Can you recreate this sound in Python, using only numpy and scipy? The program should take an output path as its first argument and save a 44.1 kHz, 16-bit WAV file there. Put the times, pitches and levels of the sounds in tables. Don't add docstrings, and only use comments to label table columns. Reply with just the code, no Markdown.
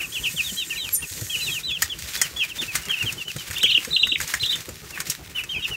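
import sys
import numpy as np
from scipy import signal
from scipy.fft import rfft, irfft, next_fast_len
from scipy.io import wavfile
from scipy.ndimage import uniform_filter1d, map_coordinates

SR = 44100
rng = np.random.default_rng(int(sys.argv[2]) if len(sys.argv) > 2 else 0)


def store_wav(level_fs):
    pcm = np.round(np.clip(np.atleast_2d(level_fs), -1, 1) * 32767)
    wavfile.write(sys.argv[1], SR, pcm.T.astype(np.int16))


N = 254016
T = np.arange(N) / SR

# start_s, length_s, start_hz, end_hz,
# arch (share of the fall still to come at mid-call, 0-1), level_db
PEEP_CALLS = [(0.0, 0.012, 2820, 2190, 0.6, -24.5), (0.01, 0.049, 3070, 2380, 0.64, -32.5),
              (0.122, 0.084, 3320, 2580, 0.98, -33), (0.153, 0.031, 3140, 2410, 0.46, -25),
              (0.23, 0.041, 3420, 2260, .5, -28.5), (0.24, 0.051, 3570, 2464, 0.39, -27.5),
              (0.365, 0.052, 3580, 2375, .4, -24.5), (0.435, 0.076, 3846, 2830, 0.71, -33),
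              (0.567, 0.073, 3235, 2360, 0.85, -31.5), (0.568, 0.081, 4020, 3230, 0.78, -34),
              (0.702, 0.043, 2940, 2305, 0.42, -29.5), (0.705, 0.03, 3150, 2800, 0.74, -41),
              (0.757, 0.033, 3060, 2150, 0.5, -32), (0.77, 0.09, 3930, 2750, 0.91, -31),
              (0.775, 0.13, 3330, 2210, 0.65, -39), (1.022, 0.031, 2830, 2400, 0.75, -34.5),
              (1.017, 0.016, 3300, 3150, .5, -41), (1.295, 0.034, 2690, 2390, .5, -41),
              (1.298, 0.068, 3300, 2260, 0.83, -29), (1.346, 0.084, 3000, 2485, 0.7, -32.5),
              (1.395, 0.031, 3100, 2680, 0.73, -32), (1.408, 0.075, 3984, 3400, 1, -30),
              (1.464, 0.034, 3070, 2250, 0.57, -30.5), (1.489, 0.025, 2740, 2360, 0.55, -30.5),
              (1.495, 0.097, 3374, 2310, 0.74, -30), (1.513, 0.025, 3920, 3400, 0.9, -33.5),
              (1.634, 0.078, 3930, 3130, 0.98, -30.5), (1.675, 0.026, 3240, 2900, .7, -37),
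              (1.695, 0.032, 3060, 2470, .4, -32.5), (1.711, 0.068, 3350, 2510, 0.94, -28),
              (1.897, 0.04, 3505, 2700, 0.67, -30.5), (2.155, 0.015, 3450, 3400, .5, -42),
              (2.172, 0.097, 3500, 2630, .72, -34.5), (2.363, 0.074, 3396, 2720, 0.88, -28),
              (2.404, 0.049, 2920, 2326, 0.39, -26.5), (2.495, 0.031, 3350, 2550, 0.48, -33.5),
              (2.583, 0.059, 3560, 2270, 0.88, -29.5), (2.68, 0.049, 2690, 2260, 0.62, -32),
              (2.831, 0.064, 2890, 2590, 0.83, -41), (2.891, 0.033, 3300, 2510, 0.88, -27.5),
              (2.907, 0.047, 3240, 2450, 0.48, -28), (2.931, 0.063, 3160, 2410, 0.71, -35),
              (2.995, 0.048, 2960, 2345, .6, -29.5), (3.058, 0.049, 3314, 2370, 0.64, -27.5),
              (3.178, 0.053, 3100, 2560, 0.6, -36.5), (3.188, 0.025, 3600, 3400, .5, -44),
              (3.249, 0.04, 3050, 2880, 0.53, -40.5), (3.276, 0.0395, 3055, 2370, 0.79, -31),
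              (3.375, 0.03, 3900, 3500, 0.66, -44), (3.384, 0.036, 3190, 2870, .55, -33.5),
              (3.635, 0.034, 2953, 2150, .9, -25), (3.674, 0.052, 3110, 2310, 0.63, -26.5),
              (4.921, 0.05, 2850, 2390, 0.52, -40), (5.349, 0.058, 3070, 2240, 0.74, -30),
              (5.357, 0.033, 3750, 3270, .5, -46), (5.38, 0.043, 2960, 2906, 0.48, -37),
              (5.425, 0.03, 2770, 2500, 0.53, -37), (5.49, 0.018, 3750, 3500, .9, -39),
              (5.492, 0.07, 3177, 2204, 0.87, -29), (5.55, 0.075, 3310, 2590, 0.66, -38),
              (5.553, 0.034, 2685, 2265, 0.58, -29.5), (5.621, 0.027, 3260, 3220, .5, -33.5),
              (5.622, 0.031, 3860, 3470, 0.51, -35), (5.631, 0.031, 2990, 2480, 0.62, -29.5),
              (5.646, 0.023, 3130, 2620, 0.51, -32), (5.709, 0.046, 3025, 2620, .6, -30)]
# dip_s, top_hz, top_db, dip_hz, dip_db
TRILL_WARBLES = [(3.567, 3536, -30, 2740, -24.5), (3.598, 3614, -27, 2287, -31),
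                 (3.638, 3940, -23.5, 3010, -14.5), (3.664, 3337, -11.5, 2278, -19.5),
                 (3.695, 3710, -26, 3090, -19), (3.72, 4220, -23.5, 2910, -14.5),
                 (3.753, 3920, -24, 2817, -9.5), (3.781, 3320, -20.5, 2600, -9.5),
                 (3.934, 3990, -24.5, 3660, -17), (3.968, 4094, -19, 2776, -10.5),
                 (3.999, 3930, -27.5, 3710, -16.5), (4.037, 4000, -21.5, 2737, -8.5),
                 (4.066, 3890, -21.5, 3510, -32), (4.093, 3880, -26.5, 3600, -21.5),
                 (4.123, 3935, -22.5, 2714, -15), (4.162, 3880, -24.5, 2056, -12),
                 (4.438, 4113, -25.5, 2820, -17), (4.467, 4010, -22, 3306, -18.5),
                 (4.498, 3810, -29, 3610, -18), (4.533, 3960, -21, 2970, -20.5),
                 (4.556, 3600, -22, 2520, -30)]
# start_s, start_hz, top_place (between two dips, 0-1), narrowness (of the dips, exponent)
TRILL_OPENINGS = [(3.55, 3400, 0.58, 1.18), (3.903, 3640, 0.51, 2.15), (4.393, 2973, .5, 2.1)]
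# start_s, peak_db, low_ring_db (against the peak)
CLANK_HITS = [(1.21, -18.5, -24), (1.792, -32, -25), (1.8204, -4.5, -20.5), (1.987, -22, -25),
              (2.173, -19, -28), (2.2148, -5, -21), (2.3688, -24.5, -21), (2.6154, -22.5, -16),
              (2.6638, -24, -23), (2.7526, -5, -21), (2.8213, -24, -18), (2.853, -23.5, -25),
              (2.896, -28.5, -2.5), (3.025, -22, -17), (3.1234, -18, -27), (3.3624, -21.5, -15.5),
              (3.5086, -18.5, -13), (3.582, -19.5, -35), (3.63, -13.5, -19), (3.8473, -18, -13.5),
              (4.0698, -22, -13.5), (4.2013, -20, -8.5), (4.2117, -14.5, -19), (4.2744, -16.5, -28),
              (4.3377, -14, -8.5), (4.4597, -23, -21), (4.555, -19.5, -22), (4.604, -24.5, -33),
              (4.689, -22.5, -17), (4.9052, -24.5, -19), (4.9747, -30, -0.5), (5.0019, -14, -17),
              (5.0679, -23, -40), (5.0986, -6.5, -47), (5.436, -21.5, -18.5)]
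# pitch_hz, level_db
TROUGH_MODES = [(1480, -8), (1845, 2.5), (2155, -15), (5100, -6), (5590, -4), (6030, 4), (6470, 3.5),
                (6690, 2.5), (6880, 4), (7310, 9), (7560, -22), (7980, 6), (8320, 3), (8670, 2.5),
                (9160, -1), (10900, -10), (11500, -0.5), (12000, 0), (13200, 5), (13800, -8)]
# peak_s, pitch_hz, level_db, t60_s (time to fall 60 dB)
SQUEAK_MODES = [(0.94, 11632, -13, 0.074), (0.95, 9265, -17.5, 0.21), (0.95, 11200, -21, .04),
                (0.93, 7400, -28, 0.086), (1, 1850, -35.5, 0.027), (0.73, 1824, -32.5, 0.16)]
# time_s, level_db
STIR_LEVELS = [(0.0, -41.5), (0.18, -36), (0.56, -33), (0.63, -40), (0.72, -36), (0.82, -41), (0.9, -37),
               (1.02, -42.5), (1.09, -34), (1.21, -35), (1.56, -32.5), (1.66, -45.5), (1.94, -43.5),
               (2.34, -41.5), (2.93, -47), (3.19, -40), (3.6, -38.5), (3.99, -43.5), (4.45, -39.5),
               (4.8, -44.5), (5.29, -48.5), (5.76, -50)]
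# middle_s, half_length_s, rustle_db, dull_db
FOOT_SCRATCHES = [(0.0, 0.033, -50, -35.5), (1.546, 0.02, -48, -46), (1.829, 0.025, -33, -45),
                  (2.022, 0.017, -34, -53), (2.12, 0.053, -32, -34.5), (2.244, 0.04, -37.5, -34.5),
                  (2.457, 0.031, -55, -39.5), (2.65, 0.059, -38, -39), (2.767, 0.033, -36.5, -36),
                  (2.883, 0.07, -42, -38), (3.052, 0.078, -38, -34.5), (3.513, 0.077, -49, -38.5),
                  (3.814, 0.081, -40, -38.5), (4.217, 0.02, -32.5, -38), (4.285, 0.021, -37, -36),
                  (4.347, 0.024, -34.5, -34), (4.55, 0.084, -40, -39.5), (4.913, 0.019, -42.5, -53),
                  (4.992, 0.032, -49, -36.5), (5.102, 0.036, -34.5, -37.5), (5.388, 0.025, -60, -31),
                  (5.53, 0.03, -45, -65), (5.7, 0.043, -41, -40.5)]
# (per Hz, relative)
FLAKE_COLOUR = [(1180, -43), (2000, -8.5), (3750, -3), (6920, -5), (9860, -12.5), (12900, -12.5),
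                (15700, -12)]
# (per Hz, relative)
DULL_COLOUR = [(500, -12.5), (900, -10), (1500, -1), (2500, 1), (4500, -12)]
# start_s, peak_db, pitch_hz
BOARD_THUMPS = [(0.334, -25.5, 158), (0.513, -25.5, 190), (1.106, -32, 92), (1.21, -21, 109),
                (1.832, -34, 78.6), (2.029, -32.5, 63), (2.244, -33, 156), (2.616, -23.5, 327),
                (2.67, -34, 110), (3.034, -23, 111), (3.352, -22, 135), (3.493, -28, 88),
                (3.63, -17.5, 410), (3.77, -23, 317), (3.868, -19.5, 467), (4.115, -23, 302),
                (4.417, -27.5, 118), (4.678, -18, 438), (4.983, -29.5, 157), (5.082, -28.5, 139)]
# (per Hz, relative)
RUMBLE_COLOUR = [(15, -40), (25, -16), (43, 2), (69, 2.5), (128, -1), (166, 0), (209, -9), (374, -8.5),
                 (692, -18.5), (1200, -17), (1560, -20.5), (2640, -120)]
# pitch_hz, t60_s (time to fall 60 dB)
BOX_DECAY = [(300, 0.083), (2850, 0.17), (12000, 0.07)]

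SWELL_DB, SWELL_DB_PER_ARCH = 12, -15.5
SCOOP_HZ, SCOOP_S = 351, 0.0037
LEAD_DB = -40
SLIDE_END_S = 1.62
DULL_DB = -47.5
TOP_HZ = 15750


def peeps():
    out = np.zeros(N)
    before_s, after_s = .003, 0.00266 + 0.00086
    for start_s, length_s, start_hz, end_hz, arch, level_db in PEEP_CALLS:
        samples = int((length_s + before_s + after_s) * SR)
        u = np.linspace(-before_s / length_s, 1 + 0.00266 / length_s, samples)
        middle_hz = end_hz + arch * (start_hz - end_hz)
        curve = np.polyfit([0, .5, 1], [start_hz, middle_hz, end_hz], deg=2)
        scoop = SCOOP_HZ * arch ** 3 * np.exp(-u * length_s / SCOOP_S)
        swell_db = (SWELL_DB + SWELL_DB_PER_ARCH * arch) * (u - .5)
        call = whistle(np.polyval(curve, u) - scoop, level_db + swell_db,
                       octave_db=-22, growth_db=1, attack_s=0.0089, release_s=0.012)
        add(out, max(start_s - before_s, 0), call)
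    return out * amp(2.38 * wobble(70) + 1.45 * wobble(300))


def trills():
    out, warbles = np.zeros(N), np.array(TRILL_WARBLES)
    firsts = np.searchsorted(warbles[:, 0], [row[0] for row in TRILL_OPENINGS[1:]])
    for (*start, top_place, narrowness), trill in zip(TRILL_OPENINGS, np.split(warbles, firsts)):
        turns = [(*start, LEAD_DB)]  # time_s, pitch_hz, level_db
        for dip_s, top_hz, top_db, dip_hz, dip_db in trill:
            last_s = turns[-1][0]
            turns.append((last_s + top_place * (dip_s - last_s), top_hz, top_db))
            turns.append((dip_s, dip_hz, dip_db))
        parts = []
        for a, b in zip(np.array(turns[:-1]), np.array(turns[1:])):
            u = np.linspace(0, 1, round((b[0] - a[0]) * SR))
            falling = b[1] < a[1]
            top, dip = (a, b) if falling else (b, a)
            from_top = u if falling else 1 - u
            way = np.sin(np.pi / 2 * from_top ** narrowness) ** 2
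            parts.append(top[1:] + np.outer(way, dip[1:] - top[1:]))
        hz, db = np.vstack(parts).T
        add(out, turns[0][0], whistle(hz, db - 2.5, octave_db=-26, growth_db=18,
                                      attack_s=0.002, release_s=0.0018))
    return out


def whistle(hz, db, octave_db, growth_db, attack_s, release_s):
    t = np.arange(len(hz)) / SR
    phase = 2 * np.pi * np.cumsum(hz) / SR
    ends = np.clip(np.minimum(t / attack_s, (t[-1] - t) / release_s), 0, 1)
    octave = amp(octave_db + growth_db * np.log2(hz / 3500)) * np.sin(2 * phase)
    return np.sqrt(2) * amp(db) * ends * (np.sin(phase) + octave)


def clanks():
    high, low, t = np.zeros(N), np.zeros(N), np.arange(SR // 6) / SR
    for start_s, peak_db, low_ring_db in CLANK_HITS:
        t60_s = np.clip(0.049 + 0.00071 * peak_db, .01, .2)
        shape = amp(-60 * t / t60_s) * (1 - np.exp(-(t / 0.00098) ** 2))
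        steps_db = rng.normal(0, 3, len(t) // 50 + 1)
        chatter = amp(np.repeat(steps_db, 50)[:len(t)])
        crack = 0.8 + 0.79 * np.exp(-t / 0.003)
        add(high, start_s, amp(peak_db) * shape * crack * chatter * rng.standard_normal(len(t)))
        add(low, start_s, amp(peak_db + low_ring_db) * shape * rng.standard_normal(len(t)))
    treble = lambda hz: amp(along([(2000, -19.0), (5000, 0.5), (15000, -8)], hz))
    bass = lambda hz: amp(along([(500, -14.5), (1100, -4.0), (1900, 7.5), (3500, -14.5), (8000, -40)], hz))
    ring = lambda hz: amp(-2.5) + amp(2.0) * sheet(hz, width_hz=49)
    bright = filtered(high, lambda hz: treble(hz) * ring(hz))
    deep = filtered(low, lambda hz: bass(hz) * ring(hz))
    return bright + amp(19.0) * deep


def squeak(swell_s):
    scrape = filtered(rng.standard_normal(N),
                      lambda hz: (hz > 4800) * (0.6 + 2.4 * np.abs(sheet(hz, width_hz=43))))
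    out = amp(-26.5) * np.exp(-.5 * ((T - .955) / 0.01) ** 2) * scrape
    for peak_s, pitch_hz, level_db, t60_s in SQUEAK_MODES:
        rise_db = 5.0 * ((peak_s - T) / swell_s) ** 2
        fall_db = 60 * (T - peak_s) / t60_s
        size_db = level_db - np.where(T < peak_s, rise_db, fall_db)
        out += amp(size_db + 2 * wobble(70)) * np.sin(2 * np.pi * pitch_hz * T)
    return out


def sheet(hz, width_hz):
    total = 0
    for k, (mode_hz, level_db) in enumerate(TROUGH_MODES):
        damping = 1j * hz * width_hz
        total = total + (-1) ** k * amp(level_db) * damping / (mode_hz ** 2 - hz * hz + damping)
    return total


def litter():
    rustle_gain, dull_gain = stirring()
    metal = 0.072 + 0.62 * np.clip((SLIDE_END_S - T) / 0.027, 0, 1)
    clumps_db = 2.96 * wobble(45)
    breaks = (rng.random(N) < 45 / SR) * rng.exponential(size=N)
    snaps = uniform_filter1d(breaks, size=60) * 60

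    def crackle(grain_db, snap):
        grains = amp(clumps_db + grain_db * wobble(400))
        return unit(rng.standard_normal(N) * (grains + snap * snaps))

    flakes = unit(filtered(crackle(-0.5, snap=0.78), lambda hz: amp(along(FLAKE_COLOUR, hz))))
    hiss_floor = lambda hz: amp(along([(1500, -32), (7000, -10.0), (15000, -13.5)], hz))
    hiss = lambda hz: np.abs(sheet(hz, width_hz=25)) + hiss_floor(hz)
    slide = unit(filtered(patchy(size=1024, db=1.5) * amp(1.0 * wobble(200)), hiss))
    body = lambda hz: amp(along(DULL_COLOUR, hz)) * (1.5 + np.abs(sheet(hz, width_hz=11)))
    dull = unit(filtered(crackle(-2.0, snap=1.0), body))
    rustle = np.sqrt(1 - metal) * flakes + np.sqrt(metal) * slide
    return rustle_gain * rustle + dull_gain * dull


def stirring():
    stir_db = np.interp(T, *np.transpose(STIR_LEVELS))
    power = amp(2 * np.array([stir_db, np.full(N, DULL_DB)]))
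    for middle_s, half_length_s, *levels_db in FOOT_SCRATCHES:
        swell = np.exp(-((T - middle_s) / half_length_s) ** 2)
        power += np.outer(amp(2 * np.array(levels_db)), swell)
    return np.sqrt(power)


def thumps():
    out, puffs, t = np.zeros(N), np.zeros(N), np.arange(SR // 8) / SR
    for start_s, peak_db, pitch_hz in BOARD_THUMPS:
        rise = 1 - np.exp(-(t / 0.01) ** 4)
        t60_s = 16 / (pitch_hz + 60)
        add(out, start_s, amp(peak_db + 6 - 60 * t / t60_s) * rise * np.sin(2 * np.pi * pitch_hz * t))
        add(puffs, start_s, amp(peak_db + 15.5 - 60 * t / 0.071) * rise * rng.standard_normal(len(t)))
    woody = [(60, -27), (200, -0.5), (500, -3.5), (1000, -35), (3000, -60)]  # pitch_hz, level_db
    return out + filtered(puffs, lambda hz: amp(along(woody, hz)))


def rumble():
    noise = patchy(size=1024, db=3) * amp(4.1 * wobble(25))
    return amp(-44.5) * unit(filtered(noise, lambda hz: amp(along(RUMBLE_COLOUR, hz))))


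def standing_wave(x, peak_hz, width_hz, db):
    def response(hz):
        damping = 1j * hz * width_hz
        return 1 + amp(db) * damping / (peak_hz ** 2 - hz * hz + damping)
    return filtered(x, response)


def walls(x):
    echoes = np.zeros(SR // 40)
    delays_s = rng.uniform(.001, .022, size=7)
    echoes[(delays_s * SR).astype(int)] = amp(-11 - 700 * delays_s) * rng.choice([-1, 1], size=7)
    return x + signal.fftconvolve(x, echoes)[:N]


def box(x):
    hz, t, z = signal.stft(rng.standard_normal(SR // 3), SR, nperseg=128)
    decay = amp(-60 * t / along(BOX_DECAY, hz)[:, None])
    tail = signal.istft(z * decay, SR, nperseg=128)[1]
    delayed = np.pad(x, (150, 0))
    return signal.fftconvolve(delayed, tail / np.linalg.norm(tail))[:N]


def patchy(size, db):
    z = signal.stft(rng.standard_normal(N + size), nperseg=size)[2]
    field = uniform_filter1d(rng.standard_normal(z.shape), size=3, axis=0)
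    field = uniform_filter1d(field, size=5, axis=1)
    return signal.istft(z * amp(db * unit(field)), nperseg=size)[1][:N]


def wobble(rate):
    return map_coordinates(rng.standard_normal(int(N * rate / SR) + 4), [T * rate])


def filtered(x, response):
    m = next_fast_len(N + SR // 2)
    return irfft(rfft(x, m) * response(np.fft.rfftfreq(m, 1 / SR)), m)[:N]


def along(points, hz):
    f, v = np.transpose(points)
    return np.interp(np.log(hz + 1), np.log(f + 1), v)


def add(track, start_s, x):
    part = track[round(start_s * SR):][:len(x)]
    part += x[:len(part)]


def amp(db):
    return 10 ** (np.asarray(db) / 20)


def unit(x):
    return x / np.sqrt(np.mean(x ** 2) + 1e-20)


def scene():
    voices = walls(standing_wave(peeps() + trills(), peak_hz=2786, width_hz=166, db=-5.0))
    metal = clanks() + squeak(swell_s=0.0059)
    tails = amp(-15) * box(voices) + amp(-10.5) * box(metal)
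    return (voices + metal + tails + litter() + thumps() + rumble())[None]


def record(dry):
    return filtered(dry[0], lambda hz: (hz < TOP_HZ) * hz ** 4 / (hz ** 4 + 40 ** 4))[None]


dry = scene()
out = record(dry)
store_wav(out)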